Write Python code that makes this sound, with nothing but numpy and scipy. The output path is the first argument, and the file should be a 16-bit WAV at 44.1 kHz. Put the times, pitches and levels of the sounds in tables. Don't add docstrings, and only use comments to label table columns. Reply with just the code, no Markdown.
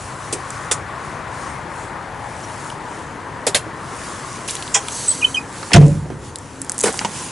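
import sys
import numpy as np
from scipy import signal
from scipy.fft import rfft, irfft, next_fast_len
from scipy.io import wavfile
from scipy.ndimage import uniform_filter1d

SR = 44100
rng = np.random.default_rng(int(sys.argv[2]) if len(sys.argv) > 2 else 0)


def wrap_up_sound(samples):
    columns = np.atleast_2d(samples).T
    tamed = np.clip(columns, -1, 1)
    steps = np.round(tamed * 32767).astype(np.int16)
    wavfile.write(sys.argv[1], SR, steps)


def boost(x):
    u = np.asarray(x, float) / 20
    return 10 ** u


N = 322371

# time in s, tyre roar in
# dB, left minus right in dB, tyre note in Hz.
ROAD = [(0.0, -34, 4.5, 990), (0.75, -30.5, 4.5, 1160), (1.4, -31, 5.5, 980), (2.12, -32, 5, 870),
        (3.1, -33, 4.5, 960), (4.2, -32.5, 3.5, 1100), (4.8, -34.5, 3.5, 990), (5.6, -35.5, 2, 950),
        (5.9, -40.5, -1.5, 900), (6.5, -40.5, 4.5, 920), (7.04, -35, -4, 854), (7.31, -37, 2, 1010)]
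# frequency in Hz, density in dB per Hz.
RUMBLE = [(15, -50), (35, -48), (60, -38), (85, -1.5), (110, 3.5), (140, 2), (190, -24), (300, -56)]
EXHAUST = [(100, -35), (180, -2), (330, -2), (520, -5), (900, -37)]
ROAR = [(250, -34), (550, -5.5), (950, -4), (1300, -5), (1840, -7), (2810, -19.5), (5000, -28.5),
        (11000, -51)]
RUSTLE = [(1180, -10), (2000, -6.5), (2460, -2.5), (3910, -5), (6820, -0.5), (10600, -3), (11000, -9),
          (14300, -48)]
# frequency in Hz, correlation as a ratio.
SAME = [(60, 1), (170, 0.93), (490, 0.92), (1390, 0.87), (3950, 1), (11200, 0.84)]
ROAR_MEAN_DB = -33
RUMBLE_DB, RUMBLE_FOLLOWS, RUMBLE_FADE_DB_PER_S = -39, 0.29, -0.29
EXHAUST_DB, EXHAUST_FOLLOWS, EXHAUST_RISE_DB_PER_S = -41.5, 0.46, 0.61

# start in s, length in s, level in dB.
DRONE = [
    (5.118, 0.5, -40.5),
    (6.403, 0.44, -42.5),
]
DRONE_HZ, DRONE_CLIMB_HZ_PER_S = 267, 11.6

# middle in s, half length in s, rubbing level in dB.
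STROKES = [(0.018, 0.1, -41), (0.29, 0.13, -43), (0.575, 0.11, -42.5), (0.847, 0.09, -57),
           (1.075, 0.098, -48), (1.44, 0.096, -42), (1.804, 0.067, -44.5), (2.462, 0.17, -43.5),
           (2.663, 0.065, -42.5), (2.952, 0.091, -46.5), (4.09, 0.17, -38.5), (4.328, 0.074, -39.5),
           (4.554, 0.11, -38), (4.915, 0.28, -38), (5.652, 0.12, -38), (5.87, 0.11, -42.5),
           (6.264, 0.038, -43), (6.452, 0.051, -48), (6.606, .1, -49), (6.88, 0.12, -38.5), (7, 0.063, -34),
           (7.205, 0.094, -32.5)]
REST_DB = -50.5

# time in s, scrape level in dB.
SWING = [(4.86, -44), (4.92, -29.5), (5.0, -27.5), (5.15, -28), (5.22, -34), (5.3, -34.5), (5.38, -39),
         (5.46, -54)]
# frequency in Hz, width in Hz, level in dB.
HINGE = [(4570, 61, -0.5), (6290, 31, 5.5), (6920, 37, -11), (7850, 210, 7), (9930, 850, 0.5)]
# start in s, length in s, frequency in Hz, level in dB, overtones in dB.
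SQUEAKS = [(5.07, .06, 4050, -42, -6), (5.074, .034, 8090, -10.5, -40), (5.1, .011, 8000, -10.5, -40),
           (5.11, .011, 7960, -11, -40), (5.119, .014, 8050, -21, -40), (5.22, .026, 2490, -14, -36),
           (5.241, .019, 3075, -5.5, -30), (5.244, .016, 2620, -27, -40), (5.262, .016, 2540, -30, -40),
           (5.342, .014, 3130, -16, -13), (5.361, .037, 2500, -15.5, -19), (5.366, .01, 3030, -26, -25),
           (5.405, .02, 2480, -36, -40), (7.19, .065, 1040, -36, -40)]
# start in s, length in s, start frequency in Hz, level in dB, fall in Hz.
JUMPS = [
    (5.211, .016, 3020, -26, 420),
    (5.237, .009, 2550, -25, -450),
    (5.353, .013, 3120, -19, 260),
]
# start in s, length in s, frequency in Hz, level in dB.
WHISTLES = [
    (2.43, .018, 5500, -42),
    (2.44, .016, 5800, -38),
    (2.432, .016, 6200, -45),
    (5.07, 0.062, 11970, -5.5),
    (5.095, 0.059, 15800, -4),
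]
SLIP_SAG_HZ = 35

# start in s, ring level in dB, ring frequency in Hz.
GRIT = [(0.505, -13, 7800), (4.567, -20, 3700), (4.6684, -28, 4500), (5.866, -23, 6920), (5.882, -21, 7400),
        (6.386, -19, 7400), (6.617, -8.5, 8600), (6.647, -20, 9240), (6.719, -7, 9800), (6.745, -20, 8680),
        (6.7805, -9, 8500), (6.799, -9, 7340), (6.8073, -5, 7600), (6.8295, -10, 8500), (6.927, -13, 8300),
        (6.933, -15, 8000), (6.975, -12, 8700), (7.076, -27, 6290)]
GRIT_LOW_HZ, GRIT_LOW_DB, GRIT_S = 1850, -27, 0.0014

# start in s, high ring in dB, its frequency in Hz, low ring in dB, its frequency in Hz.
TICKS = [(2.702, -23, 8950, -26.5, 2940), (4.487, -18, 5600, -20, 2820), (4.501, -21, 6500, -25, 3500),
         (4.5088, -8.5, 7880, -24, 5700), (4.554, -8, 7650, -21, 3300), (4.625, -16, 7850, -18.5, 3320),
         (4.8847, -9, 7800, -16.5, 2920), (6.3583, -11.5, 7950, -19.5, 4770),
         (6.696, -2.5, 7850, -26, 1640), (6.79, -5, 8800, -34, 4800), (6.807, -10, 7200, -36, 4800),
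         (6.813, -3, 7760, -29, 2440), (6.9917, -6, 4950, -15, 2300)]
SPRING = [(4.4956, -22, 10000, -19, 3600), (4.518, -20, 10500, -28, 3500), (4.552, -13, 8500, -34, 3500),
          (4.632, -30, 7500, -33, 3100), (4.6784, -32, 7000, -26.5, 3700), (4.8847, -35, 4500, -24, 1520),
          (6.81, -13, 7600, -32, 4800)]
SNAPS = [
    (.7135, -14, 6900, -11, 3550),
    (3.468, -7, 7300, -20, 520),
    (3.5465, -14, 9300, -6, 3700),
]
BUMPS = [(5.628, -25, 4020, -23.5, 1190), (5.707, -30, 7600, -24, 940), (5.717, -12.5, 1890, -20, 784),
         (5.725, -32, 2580, -20, 290), (5.751, -9, 3040, -23, 420), (5.761, -9, 6300, -11.5, 690),
         (5.767, -12, 2980, -12.5, 950), (6.873, -12, 7500, -21, 1600), (6.881, -17, 2000, -22, 900),
         (6.941, -20, 8800, -22.5, 825), (7.013, -18.5, 1270, -25.5, 225), (7.048, -12, 5840, -13.5, 856),
         (7.048, -14, 2800, -22.5, 210)]
TICK_S, SNAP_S, BUMP_S = 0.0015, 0.0014, 0.0065
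# start in s, level in dB, frequency in Hz, length in s.
THUDS = [(0.326, -30, 385, 0.039), (3.666, -32, 332, 0.008), (3.921, -38, 251, .015),
         (5.813, -19.5, 394, 0.043), (6.056, -34.5, 350, 0.0063), (6.102, -27.5, 320, 0.0098),
         (6.118, -30, 210, 0.03), (7.085, -36, 192, .0082)]
THUD_TOP_DB, THUD_TOP_RATIO = -9, 4.7

# start in s, frequency in Hz, peak in dB, t60 in s.
RINGS = [(3.4695, 633, -19, .04), (3.477, 398, -22.5, 0.14), (3.5462, 3700, -10, 0.013),
         (3.548, 594, -21, 0.096), (3.556, 3170, -21, 0.1), (4.7418, 7400, -14, 0.1),
         (4.7419, 6760, -13, .12), (4.745, 5820, -19, 0.15), (4.745, 2480, -19.5, .09),
         (4.751, 1952, -17.5, 0.099), (4.751, 1016, -15.5, 0.093), (4.764, 808, -23.5, .14),
         (5.7425, 183, -5, 0.078), (5.855, 561, -22, 0.28), (5.875, 480, -24, 0.15),
         (.7135, 3550, -17.5, 0.063), (.715, 453, -22, 0.045), (4.757, 450, -23.5, 0.092),
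         (5.751, 103, -1.5, .09), (5.805, 574, -21, 0.18), (5.83, 450, -24, 0.17), (5.865, 306, -17, 0.13),
         (5.74, 400, -13, .08), (5.765, 654, -12, 0.084), (5.785, 298, -17, 0.11), (5.905, 175, -17, 0.1),
         (6.841, 410, -10.5, 0.037), (6.858, 480, -17, 0.056), (6.872, 327, -21, 0.052),
         (6.889, 456, -16, .05), (6.991, 2920, -20, 0.022), (7.0135, 895, -18, 0.021),
         (6.876, 1000, -22, .04), (6.8805, 1470, -19, 0.028), (7.05, 950, -14.5, 0.04)]
RING_RISE_CYCLES = .6

# start in s, level in dB, length in s, lag of the body in s.
KNOCKS = [
    (0.325, -20, 0.018, 0.0052),
    (0.712, -15.5, 0.021, 0.00094),
    (3.466, -14, 0.022, 0.0033),
    (3.546, -9, 0.024, 0.0014),
    (4.476, -24, 0.08, 0.0091),
    (4.7432, -12.5, 0.028, 0.012),
    (5.732, -2, 0.015, 0.02),
    (6.835, -10.5, 0.015, 0.0039),
    (6.854, -17, 0.051, 0.0027),
]
# frequency in Hz, density in dB per Hz.
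HANDLE = [(120, -43), (200, -13), (411, 1), (1310, -39), (2520, -8.5), (3890, -17), (8850, -3.5),
          (11000, -15)]
GRIP = [(120, -49), (400, -11), (2000, -9), (2900, -13), (4200, -13.5), (6880, -4), (9460, -5),
        (11000, -16)]
CATCH = [(120, -41), (250, -6.5), (500, -0.5), (1240, -14), (2060, -10.5), (5000, -13), (7300, -9.5),
         (11000, -13.5)]
LATCH = [(120, -33), (260, -7), (600, -3), (1020, -14), (1770, -7.5), (3500, -7.5), (5000, -11.5),
         (11000, -7)]
STRAP = [(1290, -40), (2200, -14), (2860, -2), (4870, -8), (5720, -2), (6730, -4), (11000, -2)]
LOCK = [(250, -36), (600, -7), (3300, -5), (3900, -18), (4600, -21), (5300, -5), (7600, -2), (11000, -23)]
EDGE_OF_DOOR = [(240, -20), (400, 6), (1090, -5), (1560, 5.5), (2670, -1), (4050, -13.5), (6200, -10.5),
                (11000, -24.5)]
STEP = [(88, -40), (150, -13), (441, -2), (1920, -19), (2660, -15.5), (4600, -23), (8100, -15),
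        (11000, -14)]
TREAD = [(88, -50), (150, -5), (410, -1.5), (557, -6), (1470, -9), (2660, -20.5), (7680, -16),
         (11000, -15.5)]
STRUCK = [HANDLE, GRIP, CATCH, LATCH, STRAP, LOCK, EDGE_OF_DOOR, STEP, TREAD]

# frequency in Hz, level in dB, t60 in s.
PANELS = [(39.36, -12, 0.44), (68, -14, 0.7), (96, -9, 0.67), (202, -13.5, 0.74), (265.4, -14, 0.57),
          (301, -20, 0.6), (350, -14.5, 0.4), (403, -19, 0.14), (576, -22, 0.62), (691, -9, 0.21),
          (950, -19, 0.13)]
SLAM_S = 5.742
BOOM_HZ, BOOM_DB, BOOM_RISE_S, BOOM_T60_S = 145.3, -4, 0.008, 0.71
PRESSED_S, RELEASE_S, RELEASE_DB = 0.13, 0.007, -12.5
TWIN_HZ, TWIN_DB, TWIN_T60_S = 164.9, -1.5, 0.43
REBOUND_S, REBOUND_HZ, REBOUND_DB, REBOUND_T60_S = .16, 161.6, -12.5, 0.4
SHELL_JOINS_S, SHELL_JOIN_LENGTH_S = 0.019, .003

# frequency in Hz, gain in dB.
EDGE = [(40, 0), (11050, 0), (11300, -44), (13200, -50), (14300, -42), (15500, -52), (16500, -90)]


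def evened(x):
    return x / np.sqrt(np.mean(x ** 2) + 1e-20)


def read(points, hz):
    f, value = np.transpose(points)
    return np.interp(np.log(hz + 1), np.log(f + 1), value)


def along(rows, t):
    s, *columns = np.transpose(rows)
    return [np.interp(t, s, c) for c in columns]


def add(mix, s, sound, pan_db):
    part = mix[:, round(s * SR):][:, :sound.shape[-1]]
    part += (sound * boost(np.array([[pan_db / 2], [-pan_db / 2]])))[:, :part.shape[1]]


def wavering(count, size):
    smooth = uniform_filter1d(rng.standard_normal(count), size=size)
    return 1 + .5 * evened(uniform_filter1d(smooth, size=size))


def ringing(x, hz, width):
    return signal.lfilter(*signal.iirpeak(min(hz, 11000), max(hz / width, .5), SR), x)


def hiss(colour, patchy_db, alike):
    hz = np.fft.rfftfreq(1024, 1 / SR)
    a, b, c, d, patches = rng.standard_normal((N // 256 + 5, 513, 5)).T
    patches = uniform_filter1d(patches, size=10, axis=0)
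    patches = evened(uniform_filter1d(patches, size=10, axis=1))
    same = np.clip(alike * read(SAME, hz), -1, 1)[:, None]
    left = a + 1j * b
    right = same * left + np.sqrt(1 - same ** 2) * (c + 1j * d)
    z = np.array([left, right]) * boost(read(colour, hz)[:, None] + patchy_db * patches)
    return evened(signal.istft(z, nperseg=1024, noverlap=768)[1][:, :N])


def road():
    t = np.arange(N) / SR
    roar_db, pan_db, note_hz = along(ROAD, t)
    swell_db = roar_db - ROAR_MEAN_DB
    rumble_db = RUMBLE_DB + RUMBLE_FOLLOWS * swell_db + RUMBLE_FADE_DB_PER_S * t
    exhaust_db = EXHAUST_DB + EXHAUST_FOLLOWS * swell_db + EXHAUST_RISE_DB_PER_S * t
    engines = boost(rumble_db + 0.9) * hiss(RUMBLE, 0.39, 1.0)
    engines = engines + boost(exhaust_db + 1.0) * hiss(EXHAUST, 0.98, 1.0)
    wide = hiss(ROAR, 0.93, 1.0)
    turn = np.exp(2j * np.pi * np.cumsum(note_hz) / SR)
    r = np.exp(-np.pi * 170 / SR)
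    note = 2 * (turn * signal.lfilter([1 - r], [1, -r], wide / turn)).real
    roar = boost(roar_db + 0.03) * evened(wide + note)
    return engines * boost(np.outer([.3, -.3], pan_db)) + roar * boost(np.outer([.5, -.5], pan_db))


def drone(length_s, db):
    hz = DRONE_HZ + DRONE_CLIMB_HZ_PER_S * np.arange(0, length_s, 1 / SR)
    tone = np.sin(2 * np.pi * np.cumsum(hz) / SR)
    return boost(db) * wavering(len(hz), 1200) * tone * signal.windows.tukey(len(hz), .3)


def cloth():
    t = np.arange(0, N + 200, 100) / SR
    strokes = sum(boost(db + 2.0) ** 2 * np.exp(-((t - s) / half_s) ** 2) for s, half_s, db in STROKES)
    level = np.sqrt(boost(REST_DB) ** 2 + strokes)
    crackle = boost(1.6 * uniform_filter1d(rng.exponential(1, N) ** 2, size=30))
    return np.interp(np.arange(N) / SR, t, level) * hiss(RUSTLE, 1.86, 0.89) * evened(crackle)


def hinge():
    rub = rng.standard_normal(N)
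    bands = sum(boost(db) * ringing(rub, hz, width_hz + 650) for hz, width_hz, db in HINGE)
    t = np.arange(N) / SR
    moving = (t > SWING[0][0]) * (t < SWING[-1][0])
    return boost(along(SWING, t)[0]) * moving * evened(bands)


def squeak(length_s, hz, db, overtones_db, sag_hz=SLIP_SAG_HZ):
    u = np.linspace(0, 1, round(max(length_s, .004) * SR))
    wobble = 1 + 200 / hz * uniform_filter1d(rng.standard_normal(len(u)), size=200)
    turn = 2 * np.pi * np.cumsum((hz - sag_hz * u) * wobble) / SR
    overtones = (np.sin(2 * turn) + .6 * np.sin(3 * turn)) * (hz < SR / 8)
    tone = np.sin(turn) + boost(overtones_db) * overtones
    return boost(db) * np.sqrt(2) * tone * np.sin(np.pi * u ** 0.97) ** 1.9


def echoed(x):
    t = np.arange(4000) / SR
    tail = rng.standard_normal((2, len(t))) * boost(-60 * t / 0.096) * (t > .003)
    wet = signal.fftconvolve(x[None], tail / np.linalg.norm(tail[0]), axes=1)
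    return np.pad(x, (0, len(t) - 1)) + boost(-12.0) * wet


def tick(high_db, high_hz, low_db, low_hz, length_s, sharp):
    t = np.arange(3000) / SR
    near, far = rng.standard_normal((2, len(t)))
    scratch = np.exp(-(t / max(length_s, 5e-4)) ** 0.81) + boost(-17.5 - 60 * t / 0.085)
    touch = (near + 0.27 * np.array([far, -far])) * scratch
    touch[:, 0] += sharp
    high = ringing(ringing(touch, high_hz, 0.4 * high_hz), high_hz, 1.0 * high_hz)
    low = ringing(ringing(touch, low_hz, 0.29 * low_hz), low_hz, 2.1 * low_hz)
    wide = ringing(touch, low_hz, 1.1 * low_hz)
    low = low / abs(low).max() + boost(-8.0) * wide / abs(wide).max()
    return boost(high_db) * high / abs(high).max() + boost(low_db) * low


def ring(hz, db, t60_s):
    t = np.arange(0, .4, 1 / SR)
    shape = (1 - np.exp(-t * hz / RING_RISE_CYCLES)) * boost(-60 * t / t60_s)
    return boost(db) * shape / shape.max() * np.sin(2 * np.pi * hz * t)


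def knock(db, length_s, lag_s, part):
    t, hz = np.arange(6000) / SR, np.fft.rfftfreq(6000, 1 / SR)
    near, far, fine = rng.standard_normal((3, len(t)))
    modes_db = 3.5 * evened(uniform_filter1d(fine[:len(hz)], size=9)) * hz / (hz + 1500)
    z = rfft(near + 0.25 * np.array([far, -far])) * boost(read(part, hz) + modes_db)
    low_share = 1 / (1 + (hz / 2600) ** 4)
    fall = 0.34 * np.exp(-t / 0.0063) + np.exp(-(t / length_s) ** 2.0) + boost(-6 - 60 * t / 0.18)
    metal = irfft(z * (1 - low_share)) * (1 - np.exp(-t / 0.0014))
    body = irfft(z * low_share) * (1 - np.exp(-(t / lag_s) ** 2))
    return boost(db) * (metal + body) / np.std(irfft(z)) * fall


def shudder(t):
    noise = rng.standard_normal(len(t))
    low = boost(-12.5 - 60 * t / 0.53) * evened(ringing(ringing(noise, 230, 160), 240, 200))
    high = boost(-17 - 60 * t / 0.2) * evened(ringing(ringing(noise, 480, 260), 480, 320))
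    deep = boost(-23.0 - 60 * t / 1.9) * evened(ringing(ringing(noise, 97, 70), 88, 90))
    return (deep + low + high) * (1 - np.exp(-t / 0.019))


def slam():
    t = np.arange(0, .9, 1 / SR)
    free_s = RELEASE_S * np.logaddexp(0, (t - PRESSED_S) / RELEASE_S)
    release_db = RELEASE_DB / (1 + np.exp((PRESSED_S - t) / RELEASE_S))
    boom = boost(BOOM_DB + release_db - 60 * free_s / BOOM_T60_S) * np.sin(2 * np.pi * BOOM_HZ * t)
    boom += boost(TWIN_DB - 60 * t / TWIN_T60_S) * np.sin(2 * np.pi * TWIN_HZ * t)
    late = np.maximum(t - REBOUND_S, 0)
    rebound = boost(REBOUND_DB - 60 * late / REBOUND_T60_S) * np.sin(2 * np.pi * REBOUND_HZ * late)
    boom += rebound * (1 - np.exp(-late / 0.006))
    joined = (1 - np.exp(-t / BOOM_RISE_S)) / (1 + np.exp((SHELL_JOINS_S - t) / SHELL_JOIN_LENGTH_S))
    out = (np.sqrt(2) * boom * joined + shudder(t)) * np.ones((2, 1))
    for hz, db, t60_s in PANELS:
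        shiver = wavering(len(t), 900)
        phase = rng.random() + np.array([[.04], [-.04]])
        mode = np.sin(2 * np.pi * (hz * t + phase))
        out += boost(db - 60 * t / t60_s) * shiver * mode * (1 - np.exp(-t / 0.0067))
    return out


def scene():
    mix = road() + cloth() + hinge()
    for s, *row in DRONE:
        add(mix, s, drone(*row), 1.5)
    for s, *slip in SQUEAKS:
        add(mix, s, echoed(squeak(*slip)), -1.8)
    for s, length_s, hz, db, fall_hz in JUMPS:
        add(mix, s, echoed(squeak(length_s, hz, db, -14, fall_hz)), -1.8)
    for s, *slip in WHISTLES:
        add(mix, s, squeak(*slip, -40), -.6)
    for s, db, hz in GRIT:
        add(mix, s, tick(db + 1.5, hz, db + GRIT_LOW_DB + 5.5, GRIT_LOW_HZ, GRIT_S, 6.1), -.4)
    for s, high_db, high_hz, low_db, low_hz in TICKS:
        add(mix, s, tick(high_db + 1.5, high_hz, low_db + 5.0, low_hz, TICK_S, 9.7), -.4)
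    for s, high_db, high_hz, low_db, low_hz in SPRING:
        add(mix, s, tick(high_db - 1.0, high_hz, low_db + 5.5, low_hz, TICK_S, 11), -.4)
    for s, high_db, high_hz, low_db, low_hz in SNAPS:
        add(mix, s, tick(high_db + 6.5, high_hz, low_db, low_hz, SNAP_S, 23.0), -.4)
    for s, high_db, high_hz, low_db, low_hz in BUMPS:
        add(mix, s, tick(high_db + .3, high_hz, low_db + 3.5, low_hz, BUMP_S, 1.0), -1.2)
    for s, db, hz, length_s in THUDS:
        add(mix, s, tick(db + THUD_TOP_DB, hz * THUD_TOP_RATIO, db + 8.0, hz, length_s, 1.2), -1.2)
    for s, *mode in RINGS:
        add(mix, s, ring(*mode), -.8)
    for (s, *blow), part in zip(KNOCKS, STRUCK):
        add(mix, s, knock(*blow, part), -.7)
    add(mix, SLAM_S, slam(), -1.1)
    return mix


def band_limit(x):
    return signal.sosfilt(signal.butter(12, 16300, fs=SR, output="sos"), x)


def record(dry):
    knee, room = .55, 1.04 - .55
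    over = np.maximum(abs(dry) - knee, 0)
    rounded = np.clip(dry, -knee, knee) + np.sign(dry) * room * np.tanh(over / room)
    size = next_fast_len(N)
    edge = boost(read(EDGE, np.fft.rfftfreq(size, 1 / SR)))
    cut = irfft(rfft(rounded, size) * edge, size)[:, :N]
    return band_limit(np.clip(cut, -1, 1))


dry = scene()
out = record(dry)
wrap_up_sound(out)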